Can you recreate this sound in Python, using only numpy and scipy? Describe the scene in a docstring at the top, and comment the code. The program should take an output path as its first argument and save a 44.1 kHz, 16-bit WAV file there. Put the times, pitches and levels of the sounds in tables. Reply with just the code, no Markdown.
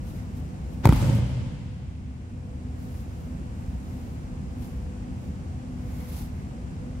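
"""A low hum of ventilation fills a large sports hall, two fans beating slowly; cloth and bare feet brush.
Then a judo breakfall: arm, back, hip and legs land on padded mats within a tenth of a second.
Each impact is a pressure pulse that slaps the cover into ringing, with a thump from the foam beneath.
The hall and its roof answer with echoes and reverberation, and the recorder's gain sinks for a while."""
import sys
import numpy as np
from scipy import signal
from scipy.fft import rfft, irfft
from scipy.io import wavfile
from scipy.ndimage import uniform_filter1d, minimum_filter1d

SR = 44100
rng = np.random.default_rng(int(sys.argv[2]) if len(sys.argv) > 2 else 0)


def log_audio(samples):
    """Write samples as a 16-bit WAV file to the path given in sys.argv[1]."""
    # one column per channel
    frames = np.atleast_2d(samples).T
    # limit to full scale, then quantise
    limited = np.clip(frames, -1, 1)
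    pcm = np.round(limited * 32767).astype(np.int16)
    wavfile.write(sys.argv[1], SR, pcm)


N = 308697

# Levels in spectra are relative; t counts from the start of the scene, delay from an impact.
COHERENCE = [(30, 0.98), (125, 0.89), (250, 0.82), (500, 0.29), (1000, 0.044), (2000, 0), (4000, 0.021),
             (16000, 0)]  # left-right likeness of the diffuse field [f/Hz, coherence]
RUSH_SPECTRUM = [(15, -46), (31, -12.5), (70, 1), (115, -7.5), (200, -11.5), (280, -17), (410, -26.5),
                 (600, -29), (800, -30.5), (1400, -38.5), (2700, -43), (3500, -48.5), (6500, -49.5),
                 (16000, -41)]  # ventilation noise [f/Hz, level/dB]
PATH_LOSS = [(20, -0.5), (7000, 1), (10000, -9), (13000, -21), (16000, -28)]  # treble lost across the hall [f/Hz, level/dB]
VENT_DIRECT = [(60, 0.22), (600, 0.52), (1400, 0.36), (3000, .18), (16000, 0.2)]  # sound straight from the vents [f/Hz, share of power]
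DUCT_DRONES = [(70, 19, -45), (148.6, 7.3, -49), (187.5, 6.8, -48.5), (227.6, 8.9, -55.5)]  # duct resonances [f/Hz, width/Hz, level/dB]
FAN_HARMONICS = [(1, 4.9, -52.5), (2, 2.7, -57.5), (3, 4.3, -65.5), (6, 2.1, -73.5)]  # noise bands on the blade tone [harmonic number, width/Hz, level/dB]
CLOTH_SPECTRUM = [(400, -36), (800, 11.5), (1600, -1.5), (2400, 0), (4500, 0.5), (6500, -1.5), (8500, -3.5),
                  (11000, 2), (14000, 0.5), (16000, -3)]  # cloth rubbing [f/Hz, level/dB]
SOLE_SPECTRUM = [(400, -11), (1000, 1), (1700, -2), (2150, 8), (2800, -15), (6000, -9), (16000, -32)]  # a sole rubbing the mat [f/Hz, level/dB]
CLOTH_STROKES = [(.088, 0.05, -55.5), (.15, 0.12, -58.5), (.378, 0.027, -56.5), (.41, .16, -66),
                 (.735, 0.014, -58), (.75, 0.12, -64), (0.975, 0.09, -44.5), (1.07, 0.09, -50),
                 (1.155, 0.056, -48.5), (1.29, 0.07, -61), (2.84, 0.072, -57.5), (2.93, .09, -57.5),
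                 (3, .05, -56.5), (3.2, 0.21, -63.5), (3.65, 0.2, -67), (3.96, 0.26, -61.5),
                 (4.1, 0.16, -67), (4.645, 0.061, -54.5), (4.7, 0.18, -63), (5.25, .09, -65),
                 (6, 0.16, -54), (6.088, .018, -53), (6.165, 0.085, -45.5), (6.215, 0.057, -51),
                 (6.255, 0.031, -58), (6.38, 0.15, -67)]  # a jacket swishing [peak t/s, length/s, level/dB]
SOLE_STROKES = [(.198, 0.028, -54), (4.65, 0.063, -65), (6.02, 0.2, -57.5), (6.4, 0.14, -63)]  # a bare foot sliding [peak t/s, length/s, level/dB]
FLAP_SPECTRUM = [(100, 13), (900, 1), (2500, -10), (7000, -20), (11000, -40), (16000, -25)]  # loose cloth flapping [f/Hz, level/dB]
FOLD_SNAPS = [(0.847, 0.003, -40, 4530), (0.8556, 0.0018, -28, 4940), (0.8645, 0.0015, -40, 7500),
              (0.8708, 0.0017, -34, 4000), (0.8934, 0.002, -32, 2200), (0.9035, 0.0024, -40, 5000),
              (0.9335, 0.006, -42, 9500), (0.9605, 0.003, -40, 11000), (0.962, 0.0052, -36, 1000),
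              (1.027, 0.003, -44, 7000), (1.151, 0.0045, -45, 11000)]  # jacket folds pulling taut [t/s, decay/s, level/dB, f/Hz]
CRACKLE_SPECTRUM = [(300, 7), (900, 13.5), (2300, 6), (3500, -4.5), (5500, -7), (11000, -7), (16000, -9)]  # cloth crushed by the body [f/Hz, level/dB]
TAIL_SPECTRUM = [(40, -3), (80, -0.5), (130, -12.5), (250, -2), (420, -26), (545, 5), (700, -9.5),
                 (900, -5), (1300, -10), (2200, -4.5), (4000, 6), (8000, 4.5), (15000, -10)]  # reverberation [f/Hz, level/dB]
TAIL_T60 = [(60, 5.8), (150, 3.8), (400, 1.6), (1000, 2.02), (2500, 3.6), (5000, 2.65), (9000, 2.08),
            (15000, 1.03)]  # reverberation time [f/Hz, T60/s]
TAIL_RISE = [(60, 0.055), (250, 0.05), (550, 0.13), (1000, 0.04), (3000, 0.022), (8000, 0.069)]  # build-up of the reverberation [f/Hz, time constant/s]
MIRROR_PATHS = [(0.16, -16), (0.1708, -13), (0.187, -21), (0.216, -17), (0.2287, -16), (0.238, -13),
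                (0.281, -20), (0.3321, -13.5), (0.342, -16.5), (0.4463, -20), (0.5213, -20)]  # reflections from roof and far walls [delay/s, level/dB]
MIRROR_SPECTRUM = [(40, 0), (120, 3.5), (250, 3.5), (400, -10), (545, 6.5), (700, -7), (1500, -4.5),
                   (4000, -3)]  # their colour [f/Hz, level/dB]
TRUSS_ECHOES = [(0.168, 0.016, -8), (0.225, 0.062, -7.5), (0.243, 0.0039, -11.5), (.305, .025, -9.5),
                (.52, 0.13, -9.5)]  # scattering by the roof trusses [delay/s, spread/s, level/dB]
TRUSS_SPECTRUM = [(40, 2), (80, 2.5), (120, -7), (170, 3.5), (240, 0.5), (380, -9), (545, -4.5), (850, -18),
                  (1500, -10), (3000, 3), (8000, 12.5), (15000, 4)]  # its colour [f/Hz, level/dB]
SHUDDER_SPECTRUM = [(50, 21), (130, -4.5), (260, 9), (450, -1), (900, -2), (2000, 2), (6000, -8)]  # the neighbouring mats [f/Hz, level/dB]
COVER_MODES = [(333, -12.5, 0.037), (540, -21.5, 0.15), (874, -2.5, 0.016), (1450, -8, 0.01),
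               (2040, -4.5, 0.023)]  # the mat's cover at tightness 1 [f/Hz, level/dB, T60/s]
# Body parts landing or rebounding [t/s, force level/dB, softness 0-1, cover tightness,
# thump level/dB, thump f/Hz, thump length/s, crack level/dB, crack f/Hz]
IMPACTS = [(0.8556, -8.5, 0, 1.015, -8.5, 120, 0.018, -26, 1650),
           (0.8733, -17.5, 0.05, 1.03, -11.5, 357, 0.0019, -32, 5200),
           (0.8913, -13, 0.12, 1.42, -5, 130.3, 0.0085, -16.5, 1450),
           (0.9251, -20, 0.0, 1.0, -14, 234, 0.009, -22.5, 3200),
           (0.9322, -12.5, 1, 1, -20.5, 58, 0.033, -39, 2200)]
MIC_RESPONSE = [(15, -28), (30, -7), (42, 0), (16000, 0)]  # bass roll-off of the microphones [f/Hz, level/dB]

FAN_HZ = 249.4  # blade-passing frequency


def amp(db):
    """Converts a level in decibels to an amplitude ratio."""
    return 10 ** (np.asarray(db) / 20)


def unit(x):
    """Normalises to rms 1."""
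    return x / np.sqrt(np.mean(x ** 2) + 1e-20)


def curve(points, hz):
    """Interpolates [f/Hz, value] points on a logarithmic frequency axis."""
    f, value = np.transpose(points)
    return np.interp(np.log(hz + 1), np.log(f + 1), value)


def colour(x, points):
    """Linear filtering: multiplies the spectrum by a [f/Hz, level/dB] curve."""
    size = x.shape[-1]
    return irfft(rfft(x) * amp(curve(points, np.fft.rfftfreq(size, 1 / SR))), size)


def add(mix, start_s, sound):
    """Superposition: adds a sound to the mix from start_s on."""
    part = mix[:, round(start_s * SR):][:, :sound.shape[1]]
    part += sound[:, :part.shape[1]]


def diffuse(size):
    """Diffuse field: noise from all sides is coherent at two microphones only at long wavelengths."""
    mid, side = rfft(rng.standard_normal((2, size)))
    coherence = curve(COHERENCE, np.fft.rfftfreq(size, 1 / SR))
    mid *= np.sqrt((1 + coherence) / 2)
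    side *= np.sqrt((1 - coherence) / 2)
    return irfft(np.array([mid + side, mid - side]), size)


def vent_noise(lead_s=0.00037):
    """Path difference: the vents' direct noise reaches the left microphone first; the rest is diffuse."""
    hz = np.fft.rfftfreq(N, 1 / SR)
    share = curve(VENT_DIRECT, hz)
    around = rfft(diffuse(N))
    phase_shift = np.exp(2j * np.pi * hz * lead_s * np.array([[.5], [-.5]]))
    direct = rfft(rng.standard_normal(N)) * phase_shift
    return irfft(np.sqrt(share) * direct + np.sqrt(1 - share) * around, N)


def ventilation(rush_db=-34):
    """Broadband flow noise gives a low rush; narrow bands of noise give wavering duct and fan tones."""
    hz = np.fft.rfftfreq(N, 1 / SR)
    rush = unit(colour(vent_noise(), RUSH_SPECTRUM))
    drive = rfft(vent_noise())
    bands = DUCT_DRONES + [(k * FAN_HZ, width, db) for k, width, db in FAN_HARMONICS]
    tones = sum(amp(db) * unit(irfft(drive / (1 + ((hz - f) / width) ** 2), N)) for f, width, db in bands)
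    return amp(rush_db) * colour(rush, PATH_LOSS) + tones


def fans(first_db=-47.5, second_db=-53, drift_hz=0.8, beat_hz=1.65):
    """Beating: the blade tones of two fans drift together and interfere at their difference frequency."""
    t = np.arange(N) / SR
    drift = drift_hz * unit(uniform_filter1d(rng.standard_normal(N), size=SR // 4, mode="wrap"))
    cycles = np.cumsum(FAN_HZ + drift) / SR
    first = amp(first_db) * np.sin(2 * np.pi * cycles)
    second = amp(second_db) * np.sin(2 * np.pi * (cycles + beat_hz * t))
    return np.sqrt(2) * (first - second)


def strokes(rows, rise_share=0.51, roundness=1.38):
    """Incoherent addition: rubbing strokes, each swelling and fading, sum in power to one envelope."""
    t = np.arange(N) / SR
    power = np.zeros(N)
    for peak_s, length_s, db in rows:
        reach = length_s * np.where(t < peak_s, rise_share, 1 - rise_share)
        power += amp(db) ** 2 * np.exp(-abs((t - peak_s) / reach) ** roundness)
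    return np.sqrt(power)


def brushing(catch_db=1.0, grain_db=3.0):
    """Friction noise: cloth and bare soles catch unevenly, shedding fine grains with each stroke."""
    catch = unit(uniform_filter1d(rng.standard_normal(N), size=500))
    noise = rng.standard_normal((2, 2, N))
    weave, skin = noise * amp(grain_db * rng.standard_normal(N) + catch_db * catch)
    swishes = unit(colour(weave, CLOTH_SPECTRUM)) * strokes(CLOTH_STROKES)
    slides = unit(colour(skin, SOLE_SPECTRUM)) * strokes(SOLE_STROKES)
    return swishes + slides


def cloth_grains(size, grain_db=3.5):
    """Random amplitude modulation makes noise grainy; half its power is common to both channels."""
    grains = rng.standard_normal((3, size)) * amp(grain_db * rng.standard_normal(size))
    return grains[:2] + grains[2]


def fold_snap(at_s, decay_s, db, centre_hz, octaves=0.46, sheen_db=-17, rise_share=0.27, size=4096):
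    """Sudden tension: a fold pulls taut with a burst of grains, the smaller the fold the higher."""
    t = (np.arange(size) - size // 2) / SR
    hz = np.fft.rfftfreq(size, 1 / SR)
    band = amp(sheen_db) + np.exp(-(np.log2((hz + 1) / centre_hz) / octaves) ** 2)
    burst = unit(irfft(rfft(cloth_grains(size)) * band, size))
    envelope = np.exp(-abs(t) / (decay_s * np.where(t < 0, rise_share, 1)))
    return at_s + t[0], amp(db) * burst * envelope


def jacket_flap(at_s=0.851, length_s=0.013, flap_db=-27):
    """A noise transient: the loose jacket flaps onto the mat just ahead of the body."""
    t = np.arange(N) / SR
    envelope = np.exp(-((t - at_s) / length_s) ** 2)
    return amp(flap_db) * unit(colour(diffuse(N), FLAP_SPECTRUM)) * envelope


def reflections(size, dull_db_per_s_khz=22):
    """Specular reflection: roof and walls return distinct repeats, the later the duller."""
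    hz = np.fft.rfftfreq(size, 1 / SR)
    repeats = sum(amp(db - dull_db_per_s_khz * delay * hz / 1000) * np.exp(-2j * np.pi * hz * delay)
                  for delay, db in MIRROR_PATHS)
    return irfft(repeats * amp(curve(MIRROR_SPECTRUM, hz)), size)


def hall(x, echo_db=-1, air_db_per_s=45, air_hz=10000):
    """Reverberation: convolution with a tail that builds and dies band by band, and with the echoes."""
    size = 2 * SR
    hz, t, field = signal.stft(diffuse(size), SR, nperseg=512)
    hz = hz[:, None]
    tail = amp(curve(TAIL_SPECTRUM, hz) - 60 * t / curve(TAIL_T60, hz)) / np.sqrt(SR / 10)
    tail *= 1 - np.exp(-t / curve(TAIL_RISE, hz))
    echo_power = sum(amp(db) ** 2 * np.exp(-((t - delay) / spread) ** 2) / (spread * SR * np.sqrt(np.pi))
                     for delay, spread, db in TRUSS_ECHOES)
    absorption_db = air_db_per_s * t * (hz / air_hz) ** 2  # air takes more treble on longer paths
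    echoes = amp(echo_db + curve(TRUSS_SPECTRUM, hz) - absorption_db) * np.sqrt(echo_power)
    response = signal.istft(field * np.hypot(tail, echoes), SR, nperseg=512)[1][:, :size]
    return signal.fftconvolve(x[None], response + reflections(size), axes=1)


def floor_bounce(x, delay_s=0.00088, bounce_db=-9):
    """Comb filtering: a weaker copy off the floor interferes with the direct sound and hollows it."""
    size = x.shape[-1]
    late = np.exp(-2j * np.pi * np.fft.rfftfreq(size, 1 / SR) * delay_s)
    return irfft(rfft(x) * (1 + amp(bounce_db) * late), size)


def shudder(x, swell_s=0.0088, shudder_db=-10):
    """Structure-borne sound: the blow spreads through the neighbouring mats, which murmur briefly."""
    t = np.arange(len(x)) / SR
    spread = diffuse(len(x)) * t * np.exp(-t / swell_s)
    spread = colour(spread / np.linalg.norm(spread[0]), SHUDDER_SPECTRUM)
    return amp(shudder_db) * signal.fftconvolve(x[None], spread, axes=1)


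def cloth_crackle(t, force_db, softness, edge_s=0.0012, crease_db=-16, crease_s=0.013):
    """Crumpling noise: cloth snaps at contact and goes on creasing while the foam gives."""
    before, after = np.maximum(-t, 0), np.maximum(t, 0)
    level_db = -11 + 0.8 * force_db - 7.5 * softness
    settling = np.exp(-after / edge_s) + amp(crease_db) * np.exp(-after / crease_s)
    envelope = np.exp(-before / edge_s) * settling
    return amp(level_db) * unit(colour(cloth_grains(len(t)), CRACKLE_SPECTRUM)) * envelope


def cover_slap(t, force_db, softness, tightness,
               hardest_s=0.00015, doubling_db=24, soft_stretch=5.9, release=0.63):
    """Impulse excitation: a pulse drives the cover's modes; weak or soft contact is longer and duller."""
    after = np.maximum(t, 0)
    contact_s = hardest_s * 2 ** (-force_db / doubling_db) * soft_stretch ** softness
    # air is squeezed out until contact
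    pulse = -2 * np.exp(-np.logaddexp(-t / contact_s, t / (release * contact_s)))
    modes = (t >= 0) * sum(amp(db - 60 * after / t60) * np.cos(2 * np.pi * hz * tightness * after)
                           for hz, db, t60 in COVER_MODES)
    ring = signal.fftconvolve(pulse / abs(pulse).sum(), modes, "same")
    ring_db = force_db + 5.5 + 2 * (tightness - 1) - 28 * softness  # a soft body part muffles it
    return amp(force_db) * pulse + amp(ring_db) * ring


def impact(at_s, force_db, softness, tightness, thump_db, thump_hz, thump_s, crack_db, crack_hz,
           crack_s=0.00064, size=8192):
    """Damped vibration: a body part slaps the cover, the foam thumps, a taut fold cracks, cloth crackles."""
    t = (np.arange(size) - size // 2) / SR
    after = np.maximum(t, 0)
    thump = np.sin(2 * np.pi * thump_hz * after) * np.exp(-(after / thump_s) ** 3)
    crack = -np.sin(2 * np.pi * crack_hz * after) * np.exp(-after / crack_s)
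    mat = cover_slap(t, force_db, softness, tightness) + amp(thump_db) * thump + amp(crack_db) * crack
    crackle = cloth_crackle(t, force_db, softness)
    # the crackle differs in every direction, so the hall receives its average: one click of equal energy
    click = -np.std(crackle) * unit(colour(signal.unit_impulse(size, "mid"), CRACKLE_SPECTRUM))
    sound = hall(mat + click)
    add(sound, 0, floor_bounce(mat + crackle))
    add(sound, 0, shudder(mat))
    return at_s + t[0], sound


def scene():
    """Superposition of the quiet hall, the moving pair and the fall with its echoes."""
    mix = ventilation() + fans() + brushing() + jacket_flap()
    for row in IMPACTS:
        add(mix, *impact(*row))
    for row in FOLD_SNAPS:
        add(mix, *fold_snap(*row))
    return mix


def record(dry, right_db=-0.2, threshold_db=-22, slope=0.37, hold_s=1.13, lag_s=0.33, edge_hz=15800):
    """Automatic gain control in a limited band: the gain sinks after a loud sound, holds and recovers."""
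    picked_up = colour(dry, MIC_RESPONSE) * amp(right_db * np.array([[-.5], [.5]]))
    power = uniform_filter1d((picked_up ** 2).mean(0), size=600)
    power_db = 10 * np.log10(abs(power) + 1e-12)
    cut_db = np.minimum(threshold_db - power_db, 0)
    span = int(hold_s * SR)
    held_db = minimum_filter1d(cut_db, span, origin=(span - 1) // 2, mode="nearest")
    pole = np.exp(-1 / (lag_s * SR))
    gain = amp(slope * signal.lfilter([1 - pole], [1, -pole], held_db))
    lowpass = signal.firwin(511, edge_hz, window=("kaiser", 9), fs=SR)
    return signal.oaconvolve(picked_up * gain, lowpass[None], "same")


dry = scene()
out = record(dry)
log_audio(out)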